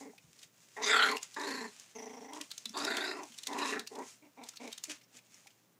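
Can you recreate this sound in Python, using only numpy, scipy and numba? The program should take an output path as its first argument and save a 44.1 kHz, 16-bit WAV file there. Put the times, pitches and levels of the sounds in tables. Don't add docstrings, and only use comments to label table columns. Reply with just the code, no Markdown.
import sys
import numpy as np
from scipy import signal
from scipy.fft import rfft, irfft, next_fast_len
from scipy.io import wavfile
from scipy.ndimage import uniform_filter1d
from numba import njit

SR = 44100
rng = np.random.default_rng(int(sys.argv[2]) if len(sys.argv) > 2 else 0)


def decibels_to_gain(level_db):
    exponent = np.asarray(level_db, float) / 20
    return 10 ** exponent


def materialize(psi):
    bounded = np.clip(np.atleast_2d(psi).T, -1, 1)
    quanta = np.round(bounded * 32767).astype(np.int16)
    wavfile.write(sys.argv[1], SR, quanta)


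N = 255334
TIME = np.arange(N) / SR


def level(x, db):
    return x * decibels_to_gain(db) / np.sqrt(np.mean(x ** 2) + 1e-30)


@njit
def svf(x, hz, width):
    y, b, l = np.empty(len(x)), 0., 0.
    for i in range(len(x)):
        g, k = np.tan(np.pi * hz[i] / SR), width / hz[i]
        v = (b + g * (x[i] - l)) / (1 + g * (g + k))
        b = 2 * v - b
        l += 2 * g * v
        y[i] = k * v
    return y


def band(x, hz, width):
    return svf(x, np.full(len(x), float(hz)), float(width))


def colour(x, table):
    hz, db = np.transpose(table)
    size = next_fast_len(N)
    bins_hz = np.arange(1, size // 2 + 2) * SR / size
    gain = decibels_to_gain(np.interp(np.log(bins_hz), np.log(hz), db))
    return irfft(rfft(x, size) * gain, size)[:N]


def walk(n, rate):
    k = int(SR / rate)
    held = np.repeat(rng.standard_normal(n // k + 1), k)
    return uniform_filter1d(held, k)[:n]


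def along(t, table):
    s, *columns = np.transpose(table)
    return [np.interp(t, s, c) for c in columns]


# f/Hz, level/dB per Hz
ROOM_SPECTRUM = [(18, -52.5), (30, -19), (64, -25), (88, -15), (124, -5), (170, 2.5), (499, -5),
                 (2230, -14), (6550, -21.5), (13000, -19), (14800, -16.5), (16000, -29.5)]


def room_tone():
    air = level(colour(rng.standard_normal(N), ROOM_SPECTRUM), -71.5)
    hum = np.sin(2 * np.pi * 119 * TIME + .8 * walk(N, 24)) * decibels_to_gain(1.7 * walk(N, 3.3))
    beat = 2 * np.pi * 30.1 * TIME
    beating = np.cos(beat) + .5 * np.cos(3 * beat)
    whine = np.sin(2 * np.pi * 15000 * TIME) * beating * decibels_to_gain(1.5 * walk(N, 9))
    return air + level(hum, -82) + level(whine, -81)


# chest, mouth, palate, cheek, muzzle, nose, lips
# width/Hz of each
AIRWAY_WIDTHS_HZ = (60., 220., 270., 260., 290., 340., 800.)
BREATH_SHARES = (2.17, 4.6, 7.5, 5.4, 9.1, 2.7, 16)
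# f/Hz, width/Hz, share swallowed
POCKETS = [(505, 85, 0.75), (1250, 160, 0.7), (2950, 200, 0.5)]
MOUTH_SHUT_HZ, MOUTH_JAW_HZ = 796, 660
PALATE_EFFORT, PALATE_LIPS, PALATE_JAW_DB = 0.21, .2, 7
PATCHY_DB, WOBBLE, TREBLE_FADE = 2.2, .022, .75
FIRST_FLAP_S = .006


def growl(effort, voice, chest_hz, throat, colours, flutter, gullet, teeth):
    rough, flutter_hz, end_flutter_hz, depth = flutter
    bend, gullet_db, throat_db = gullet
    start_s, end_s = effort[0][0], effort[-1][0]
    start = int(start_s * SR)
    t = TIME[start:int(end_s * SR)]
    n = len(t)
    chest_db, mouth_db, jaw, muzzle_db = along(t, effort)
    voice_hz, partial_db, boom_db = along(t, voice)
    palate_hz, muzzle_hz, nose_hz, lips_hz = along(t, throat)
    palate_db, cheek_db, nose_db, lips_db = along(t, colours)
    mouth_hz = MOUTH_SHUT_HZ + MOUTH_JAW_HZ * jaw
    palate_db = palate_db + PALATE_EFFORT * mouth_db + PALATE_LIPS * muzzle_db + PALATE_JAW_DB * jaw

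    flap_hz = np.linspace(flutter_hz, end_flutter_hz, n)
    phase = (np.cumsum(flap_hz) / SR - FIRST_FLAP_S * flutter_hz + .04 * walk(n, 25)) % 1
    opening = np.minimum(phase / .12, 1) * np.clip((.97 - phase) / .3, 0, 1)
    flap = 1 - depth * (1 - opening)

    pitch = voice_hz * (1 + bend * (phase - .5))
    cycles = np.cumsum(pitch * np.exp(.5 * rough * walk(n, 250))) / SR
    pulses = np.diff(np.floor(cycles), prepend=0) * decibels_to_gain(5 * rough * walk(n, 250))
    pulses = level(pulses - pulses.mean(), 0)
    gusts = (1 + .6 * np.cos(2 * np.pi * cycles)) * decibels_to_gain(1.5 * walk(n, 90))
    breath = rough * gusts * rng.standard_normal(n)

    def resonance(air, hz, width, db):
        hz = hz + 0 * t
        for _ in range(3):
            air = svf(air, hz, 2 * width)
        return level(flap * air, 0) * decibels_to_gain(chest_db + db)

    out = resonance(pulses + breath, pitch, 125., partial_db)
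    out += resonance(pulses + 3.0 * breath, 340., 150., gullet_db)
    out += resonance(pulses + breath, 780, 340.0, throat_db + mouth_db / 2)
    dbs = (boom_db, mouth_db, palate_db, cheek_db, muzzle_db, muzzle_db + nose_db, muzzle_db + lips_db)
    hzs = (chest_hz, mouth_hz, palate_hz, 2600, muzzle_hz, nose_hz, lips_hz)
    for db, hz, width, share in zip(dbs, hzs, AIRWAY_WIDTHS_HZ, BREATH_SHARES):
        upper = np.clip(hz / MOUTH_SHUT_HZ - 1.5, 0, 1)
        ragged = decibels_to_gain(PATCHY_DB * walk(n, 110)) * (1 - TREBLE_FADE * depth * phase)
        hz = hz * (1 + WOBBLE * upper * walk(n, 60))
        out += (1 + upper * (1.26 * ragged - 1)) * resonance(pulses + share * breath, hz, width, db)
    hiss_db = muzzle_db + along(t, teeth)[0] + 3 * walk(n, 60)
    out += resonance(breath, 11000, 2500., hiss_db)

    out = signal.sosfilt(signal.butter(4, 170, "high", fs=SR, output="sos"), out)
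    for hz, width, share in POCKETS:
        out = out - min(share, 1) * band(out, hz, width)
    edge = np.clip(np.minimum(t - start_s, end_s - t) / 0.002, 0, 1)
    return start, out * edge


# t/s, chest level/dB, effort/dB, jaw opening (0-1), lip opening/dB
TAIL = [
    (0.0, -57, -1, 0.06, -7.5),
    (0.09, -54.5, -15.5, 0.03, -34),
    (0.14, -84, -14, .05, -10),
]
BARK = [(0.76, -80, -15, 0.09, -30), (0.766, -53, 2, 0.076, -14), (0.812, -50, 4.5, 0.072, -26),
        (0.826, -47.5, 2.5, 0.28, 7), (0.9, -43, 10, .88, 5.5), (0.955, -45, 19, 0.92, 8.5),
        (1.03, -46, 22.5, 0.98, 15.5), (1.065, -43.5, 14, 0.93, 2.5), (1.146, -42.5, 0.5, 0.15, -15),
        (1.19, -63.5, 2.5, .2, -23)]
SECOND = [
    (1.36, -70, -10, .27, -3),
    (1.363, -50, 7, 0.29, -9),
    (1.5, -43.5, -3, 0.27, -2),
    (1.662, -51, 1.5, .26, -4),
    (1.715, -75, -14, 0.17, 2),
]
RUMBLE = [(1.94, -71, -15, .07, -7), (1.956, -55, -2, .01, 1), (2.29, -57, -2.5, .03, -11),
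          (2.37, -57, 9, 0.27, -14), (2.41, -55.5, -1, 0.34, -12), (2.45, -70, 1, 0.54, -14)]
SNARL = [(2.73, -59.5, -5, .38, -4), (2.762, -49.5, 10, .2, 0.5), (2.86, -43.5, 2, 0.91, -4.5),
         (2.9, -44, 3.5, 1.04, -0.5), (3.034, -46.5, 6.5, 1.15, 2), (3.11, -48, 2.5, 0.97, 2),
         (3.14, -49, 3, 0.55, -9), (3.24, -52, 0.3, .08, -28), (3.29, -82, -2, .1, -10)]
LAST = [(3.47, -62.5, 1.5, 0.18, -3), (3.506, -50, 5, 0.14, -24), (3.62, -48, 10, 0.33, 0.5),
        (3.7, -48.5, 6, 0.37, -0.5), (3.776, -46.5, 2.5, 0.83, -13), (3.87, -73, -9, .5, -4)]
YAP = [(3.9, -67, -11, .02, -26), (3.92, -55, -7, 0.028, -37), (4.002, -46, -.6, 0.16, -36),
       (4.036, -49.5, -4.5, 0.33, -31), (4.05, -61, -8, .15, -20), (4.09, -72.5, -9, .15, -2)]
# t/s, pitch f/Hz, first partial level/dB, chest band level/dB
VOICES = [
    [(0.0, 290, 1.5, -2), (.14, 230.5, 0, 0)],
    [(.76, 224.8, -10.5, 0), (1.19, 265.2, -8, 1)],
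    [(1.36, 300.3, -5, 0), (1.5, 280.2, -4, 2.5), (1.58, 249.6, -1, -3.5), (1.66, 227.6, 2, -3.5),
     (1.73, 185, 1, -1)],
    [(1.94, 238, 0, 0.5), (2.28, 258, 0, 0.5), (2.34, 312, 0, -3), (2.45, 322, -1, -3)],
    [(2.73, 299.9, -2, -2), (3.24, 335, -2, -3), (3.3, 238, 7, -4)],
    [(3.47, 290.2, 0, -1), (3.55, 284.7, 0, 1.5), (3.76, 262.1, -0.5, 1.5), (3.87, 204.5, 3, -5)],
    [(3.9, 245.1, -6, 0.5), (3.99, 280, -4.5, 0), (4.09, 224.5, -2, -4)],
]
CHESTS_HZ = (410, 414, 397, 420, 387.4, 390, 390)
# t/s, palate f/Hz, muzzle f/Hz, nose f/Hz, lips f/Hz
THROATS = [
    [(0.0, 2040, 5100, 6600, 7220)],
    [(.8, 1970, 3700, 5000, 5900), (.87, 2010, 3660, 4980, 6260), (.91, 2110, 3600, 4880, 7600),
     (.955, 1760, 3450, 4640, 7700), (1.01, 1730, 3130, 4000, 7550), (1.06, 2050, 3200, 4060, 7060),
     (1.16, 2089, 3300, 4400, 7000)],
    [(1.36, 1710, 4000, 5100, 7220), (1.43, 1800, 3870, 5000, 7150), (1.47, 1780, 4210, 5000, 7220),
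     (1.7, 1880, 4260, 5760, 7220)],
    [(1.94, 2086, 5970, 3200, 5780), (2.3, 2050, 5800, 3300, 5760), (2.45, 1948, 5900, 3600, 5500)],
    [(2.76, 1500, 3650, 4560, 7220), (2.81, 1680, 3700, 4700, 7220), (2.855, 1845, 3880, 5300, 7220),
     (2.9, 1900, 3910, 4550, 7220), (2.99, 1840, 3594, 4380, 7220), (3.07, 1810, 3890, 4850, 7260),
     (3.12, 1820, 3900, 4900, 7220), (3.16, 1910, 4400, 5200, 7220), (3.3, 2100, 4200, 5200, 7220)],
    [(3.47, 2100, 4170, 5000, 7220), (3.6, 1890, 4020, 5030, 7220), (3.7, 1900, 4020, 5200, 7220),
     (3.78, 1750, 3924, 5200, 7220)],
    [(3.9, 2010, 3850, 6150, 7220)],
    [(0.0, 2275, 3900, 5900, 7220)],
]
# t/s, palate and cheek level/dB over chest,
# nose and lip hiss level/dB over muzzle
COLOURS = [
    [(0.0, -1.3, -24, 2.5, -2.5)],
    [(.8, 3, -14, -3, -1), (.9, 1, -1, -4, -1), (.96, -2, 2, -6, -9.5), (1.03, 0.5, 4, -3.5, -19.5),
     (1.12, -2, -14, 6.5, -3)],
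    [(1.37, 1.5, -12, -6, -3), (1.5, -2, -11, -13, -11.5), (1.66, -2, -12, -10, -6)],
    [(1.95, -4.5, -9, -12.5, -3), (2.28, -4, -16.5, -6, 0), (2.4, -6, -12, 0, -4)],
    [(2.76, -5, -7, 1, -13), (2.86, -10, -9, -1, -10), (2.95, -5.5, -8, -4, -11),
     (3.08, -6.5, -4.5, -3.5, -13.5), (3.22, -9, -10, 3.5, -11)],
    [(3.5, -2, -19, -10, -15), (3.62, -3, 1.5, -7, -17), (3.72, -1, 1, -8, -15), (3.8, -2.5, -12, -5, -13)],
    [(3.9, -7, -24, -8, -19)],
    [(0.0, 0, -18, -3, -13)],
]
# roughness (0-1), flutter f/Hz at start and end, depth (0-1)
FLUTTERS = [(.15, 23, 23, .7), (.24, 31, 32, .55), (.12, 30, 28, .65), (.18, 27.8, 24.8, .95),
            (.22, 31.5, 25.5, .6), (.22, 29.5, 27, .55), (.18, 28, 28, .45), (.13, 28, 27, .6)]
# pitch rise within a flap (share), gullet and throat level/dB over chest
GULLETS = [(.24, -6, -4), (.3, -4, -5), (.26, -9, -10), (.26, -5, -5), (.42, -11, -2.5), (.36, -6, -3.5),
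           (.3, -8, -4), (.2, 0, -5)]
# t/s, hiss level/dB over muzzle
TEETH = [
    [(0.0, -17)],
    [(.82, -34), (.9, -24), (1.0, -22), (1.07, -14), (1.14, -6)],
    [(1.4, -19), (1.7, -17)],
    [(1.95, -20)],
    [(2.76, -20), (3.0, -19), (3.2, -17)],
    [(3.5, -20), (3.7, -17)],
    [(3.9, -19)],
    [(0.0, -19)],
]


def long_growls():
    out = np.zeros(N)
    efforts = [TAIL, BARK, SECOND, RUMBLE, SNARL, LAST, YAP]
    for call in zip(efforts, VOICES, CHESTS_HZ, THROATS, COLOURS, FLUTTERS, GULLETS, TEETH):
        i, sound = growl(*call)
        out[i:i + len(sound)] += sound
    return out


# f/Hz, level/dB per Hz
SHEET_SPECTRUM = [(200, -53), (500, -8.5), (1200, -3), (2500, 2), (4500, -2.5), (6800, 3.5), (9000, -2.5),
                  (12500, -14), (16000, -38)]
# peak t/s, peak
# level/dB, rise/s and fall/s per 20 dB, lower band tilt/dB
DRAGS = [(0.0, -64.5, .1, 0.34, -5.5), (.444, -65.5, 0.38, 0.06, -1.5), (.617, -64, 0.02, 0.03, -3.5),
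         (.68, -70, .3, .3, 0), (4.25, -77, .2, .2, 0), (5.24, -72, .1, .2, 0),
         (.775, -62.5, .022, 0.2, -3), (.87, -47.5, .06, 0.24, 4), (1.1, -47, 0.24, 0.01, 1),
         (1.17, -50, .022, 0.01, -7), (1.231, -52, .03, 0.05, 1.5), (1.47, -54.5, 0.27, .5, .3),
         (1.81, -62.5, 0.025, 0.2, 2), (2.03, -67, 0.14, 1.3, -1), (2.36, -61.5, 0.055, 1.6, -1.5),
         (2.78, -51, 0.018, 0.61, -0.8), (3.39, -60, .15, .025, -3.5), (3.47, -66, 0.056, 0.14, .3),
         (3.71, -48.5, 0.33, 0.06, 0.5), (3.8, -55.5, .025, 0.0263, 5), (3.88, -63.5, 0.028, 0.2, -16),
         (4.108, -55.5, 0.22, 0.07, -3), (4.47, -62, .1, .14, 2), (4.64, -61, 0.074, 0.33, 5),
         (4.84, -53, 0.0093, 0.1, -13), (4.911, -49, 0.035, 0.06, 4), (5.174, -59.5, 0.073, 0.03, 1),
         (5.342, -65.5, .09, 0.32, 0.1)]
SHEET_REST_DB = -85


def rustle():
    chance = rng.random((3, N))
    struck = chance[0] < 1500 / SR
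    ticks = struck * decibels_to_gain(-2.5 * np.log(chance[1] + 1e-9)) * np.sign(chance[2] - .5)
    sheet = level(colour(level(ticks, -0.5) + rng.standard_normal(N), SHEET_SPECTRUM), 2.9)
    low = signal.sosfilt(signal.butter(4, 5000, fs=SR, output="sos"), sheet)
    high = signal.sosfilt(signal.butter(4, 5000, "high", fs=SR, output="sos"), sheet)
    s, db, rise_s, fall_s, tilt_db = np.transpose(DRAGS)[:, :, None]
    t = TIME[::64]
    power = decibels_to_gain(db - 20 * np.maximum((s - t) / rise_s, (t - s) / fall_s)) ** 2

    def motion(power):
        total = uniform_filter1d(power.sum(axis=0), size=7) + decibels_to_gain(SHEET_REST_DB) ** 2
        return np.interp(TIME, t, np.sqrt(total))

    moved = high * motion(power) + low * motion(power * decibels_to_gain(tilt_db) ** 2)
    return moved * decibels_to_gain(2.0 * walk(N, 40))


def ring(n, hz, t60):
    t = np.arange(n) / SR
    return np.sin(2 * np.pi * hz * t) * decibels_to_gain(-60 * t / t60)


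# t/s, peak level/dB, ring f/Hz, t60/s
PAW_FALLS = [
    (0.134, -44, 756, 0.02),
    (0.242, -47, 144, 0.067),
    (0.28, -53, 159, 0.095),
    (0.45, -47.5, 135, 0.039),
    (2.659, -49.5, 225, 0.18),
    (2.7, -41.5, 222, 0.067),
    (3.299, -51.5, 233, 0.086),
    (5.459, -50, 805, 0.026),
]
# t/s, peak level/dB, ring f/Hz, t60/s
LOW_BUMPS = [(.25, -66, 75, .2), (.786, -62, 50, .12), (1.14, -66, 55, .1), (1.397, -63, 50, .15),
             (1.94, -70, 55, .1), (2.13, -72, 38, .12), (2.398, -69, 42, .1), (2.68, -70, 50, .1),
             (2.75, -64, 48, .1), (2.843, -62, 45, .12), (2.8, -58, 95, .15), (2.66, -66, 70, .1),
             (2.948, -65, 52, .1), (3.222, -70, 44, .1), (3.475, -67, 55, .1), (3.559, -64, 58, .1),
             (3.761, -64, 46, .12), (3.97, -68, 42, .12), (4.422, -70, 48, .1), (4.676, -74, 40, .1),
             (4.871, -72, 55, .1)]


def thuds():
    n = 8000
    out = np.zeros(N + n)
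    for s, db, hz, t60 in PAW_FALLS + LOW_BUMPS:
        i = int(s * SR)
        onset = np.minimum(np.arange(n) / SR * hz / 1.84, 1)
        out[i:i + n] += decibels_to_gain(db) * ring(n, hz, max(t60, .01)) * onset
    return out[:N]


SLIP_S, SLIP_DB, SLIP_SHRINK = 0.0047, -30, .3


def crack(db, hz, treble_db):
    t = np.arange(3000) / SR - .004
    length = SLIP_S * decibels_to_gain(SLIP_SHRINK * (SLIP_DB - db))
    noise = rng.standard_normal((2, len(t))) * decibels_to_gain(1.5 * walk(len(t), 930))
    slip = np.exp(-.6 * t / length) * np.exp(-np.clip(t - length, 0, None) / 0.002)
    settling = decibels_to_gain(-24.5) * np.exp(-t / .018)
    shape = np.where(t < 0, .25 * np.exp(t / 0.0013), slip + settling)
    first, second = noise * shape
    panel = band(first, hz, 0.15 * hz) + 0.3 * band(second, 3700, 2778) + 0.045 * band(first, 700, 910)
    spray = band(band(second, 5600, 6000), 6070, 4700)
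    return decibels_to_gain(db - 2) * (panel / np.abs(panel).max() + decibels_to_gain(treble_db) * spray / np.abs(spray).max())


# t/s, peak level/dB, ring f/Hz
SNAPS = [(0.179, -46, 2430), (0.826, -32, 2060), (1.168, -25, 2820), (1.2297, -24.5, 6900),
         (1.797, -35.5, 6820), (2.505, -41, 4080), (2.5146, -28, 3900), (2.579, -27.5, 6300),
         (2.6557, -24.5, 3780), (2.6927, -31, 5570), (2.969, -22, 3550), (3.2332, -35, 6300),
         (3.321, -43, 3330), (4.461, -55, 4980), (4.535, -46, 1300), (4.5586, -44, 6760),
         (4.57, -35.5, 4400), (4.717, -41, 3220), (4.838, -25, 6750), (5.013, -52, 2220),
         (5.343, -40.5, 6150), (5.5045, -51, 3180)]
# t/s, peak level/dB, ring f/Hz
CRINKLES = [(0.389, -47, 4380), (0.429, -40.5, 3230), (0.4374, -51, 2100), (1.1134, -29.5, 2100),
            (1.179, -38, 5000), (1.3427, -36.5, 3840), (1.3965, -35, 4500), (1.413, -38, 5800),
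            (1.508, -36, 3500), (2.333, -38, 3356), (2.347, -44, 6000), (2.412, -29.5, 3070),
            (2.773, -29.5, 4440), (2.787, -35, 5800), (2.8484, -24, 3850), (3.341, -46, 3000),
            (3.379, -40.5, 5450), (3.3853, -32.5, 3830), (3.4335, -33.5, 3750), (3.463, -41, 4000),
            (3.47, -23.5, 4100), (3.481, -38, 5500), (3.53, -36, 3700), (3.586, -31.5, 2550),
            (3.7944, -25.5, 3970), (3.866, -45, 2600), (3.873, -32, 4330), (3.953, -42, 3470),
            (3.9873, -44, 6720), (4.4364, -41, 4000), (4.488, -33, 6400), (4.676, -39.5, 3820),
            (4.7272, -31, 3770), (4.7783, -35, 3930), (4.852, -41, 2400), (4.898, -34, 3000),
            (4.916, -41, 2480), (5.036, -54, 5500), (5.168, -44, 6800), (5.184, -48, 2300),
            (5.47, -44.5, 2320)]


def cracks():
    out = np.zeros(N + 3000)
    for table, treble_db in [(SNAPS, -23), (CRINKLES, -3.5)]:
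        for s, db, hz in table:
            i = int((s - .004) * SR)
            out[i:i + 3000] += crack(db, hz, treble_db)
    return out[:N]


# start t/s, length/s, level/dB, pitch f/Hz, effort/dB
GRUNTS = [
    (4.212, .055, -66, 320, -6.5),
    (4.364, 0.082, -59, 270.2, 1),
    (4.591, 0.096, -53, 262, -6.5),
    (4.871, 0.045, -58, 340, -25),
    (5.137, 0.027, -67, 278, -17),
]
ATTACK_S, RELEASE_S, RISE_DB, SWELL_DB, FALL_DB = 0.013, 0.045, 17, 2.5, 24
GRUNT_JAW, GRUNT_LIPS_DB, GRUNT_CHEST_HZ, GRUNT_PARTIAL_DB, PITCH_SAG = .05, -17.5, 540, -1, .88


def grunts():
    out = np.zeros(N)
    for start_s, length_s, db, hz, effort_db in GRUNTS:
        end_s = start_s + length_s
        shape = [(start_s, -RISE_DB),
                 (start_s + ATTACK_S, -SWELL_DB),
                 (start_s + 0.66 * length_s, SWELL_DB),
                 (end_s, -SWELL_DB),
                 (end_s + RELEASE_S, -FALL_DB)]
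        effort = [(s, db + step_db, effort_db, GRUNT_JAW, GRUNT_LIPS_DB) for s, step_db in shape]
        voice = [(start_s, hz, GRUNT_PARTIAL_DB, 0), (end_s, PITCH_SAG * hz, GRUNT_PARTIAL_DB, 0)]
        i, sound = growl(effort, voice, GRUNT_CHEST_HZ, THROATS[-1], COLOURS[-1], FLUTTERS[-1],
                         GULLETS[-1], TEETH[-1])
        out[i:i + len(sound)] += sound
    return out


def walls(near, t60_s=0.16, wet_db=-14):
    t = TIME[:SR // 2]
    tail = band(rng.standard_normal(len(t)), 1000, 4100) * decibels_to_gain(-60 * t / t60_s) * (t > .004)
    return decibels_to_gain(wet_db) * signal.fftconvolve(near, tail / np.sqrt(np.sum(tail ** 2)))[:N]


def scene():
    tone = room_tone()
    near = long_growls() + rustle() + thuds() + cracks() + grunts()
    return (near + walls(near) + tone)[None]


def roll_off(x):
    return signal.sosfilt(signal.butter(12, 15830, fs=SR, output="sos"), x)


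def record(dry):
    x = .7 * np.tanh(dry / .7)
    x = signal.sosfilt(signal.butter(2, 36, "high", fs=SR, output="sos"), x)
    x = signal.sosfilt(signal.ellip(8, .2, 60, 15800, fs=SR, output="sos"), x)
    return roll_off(x)


dry = scene()
out = record(dry)
materialize(out)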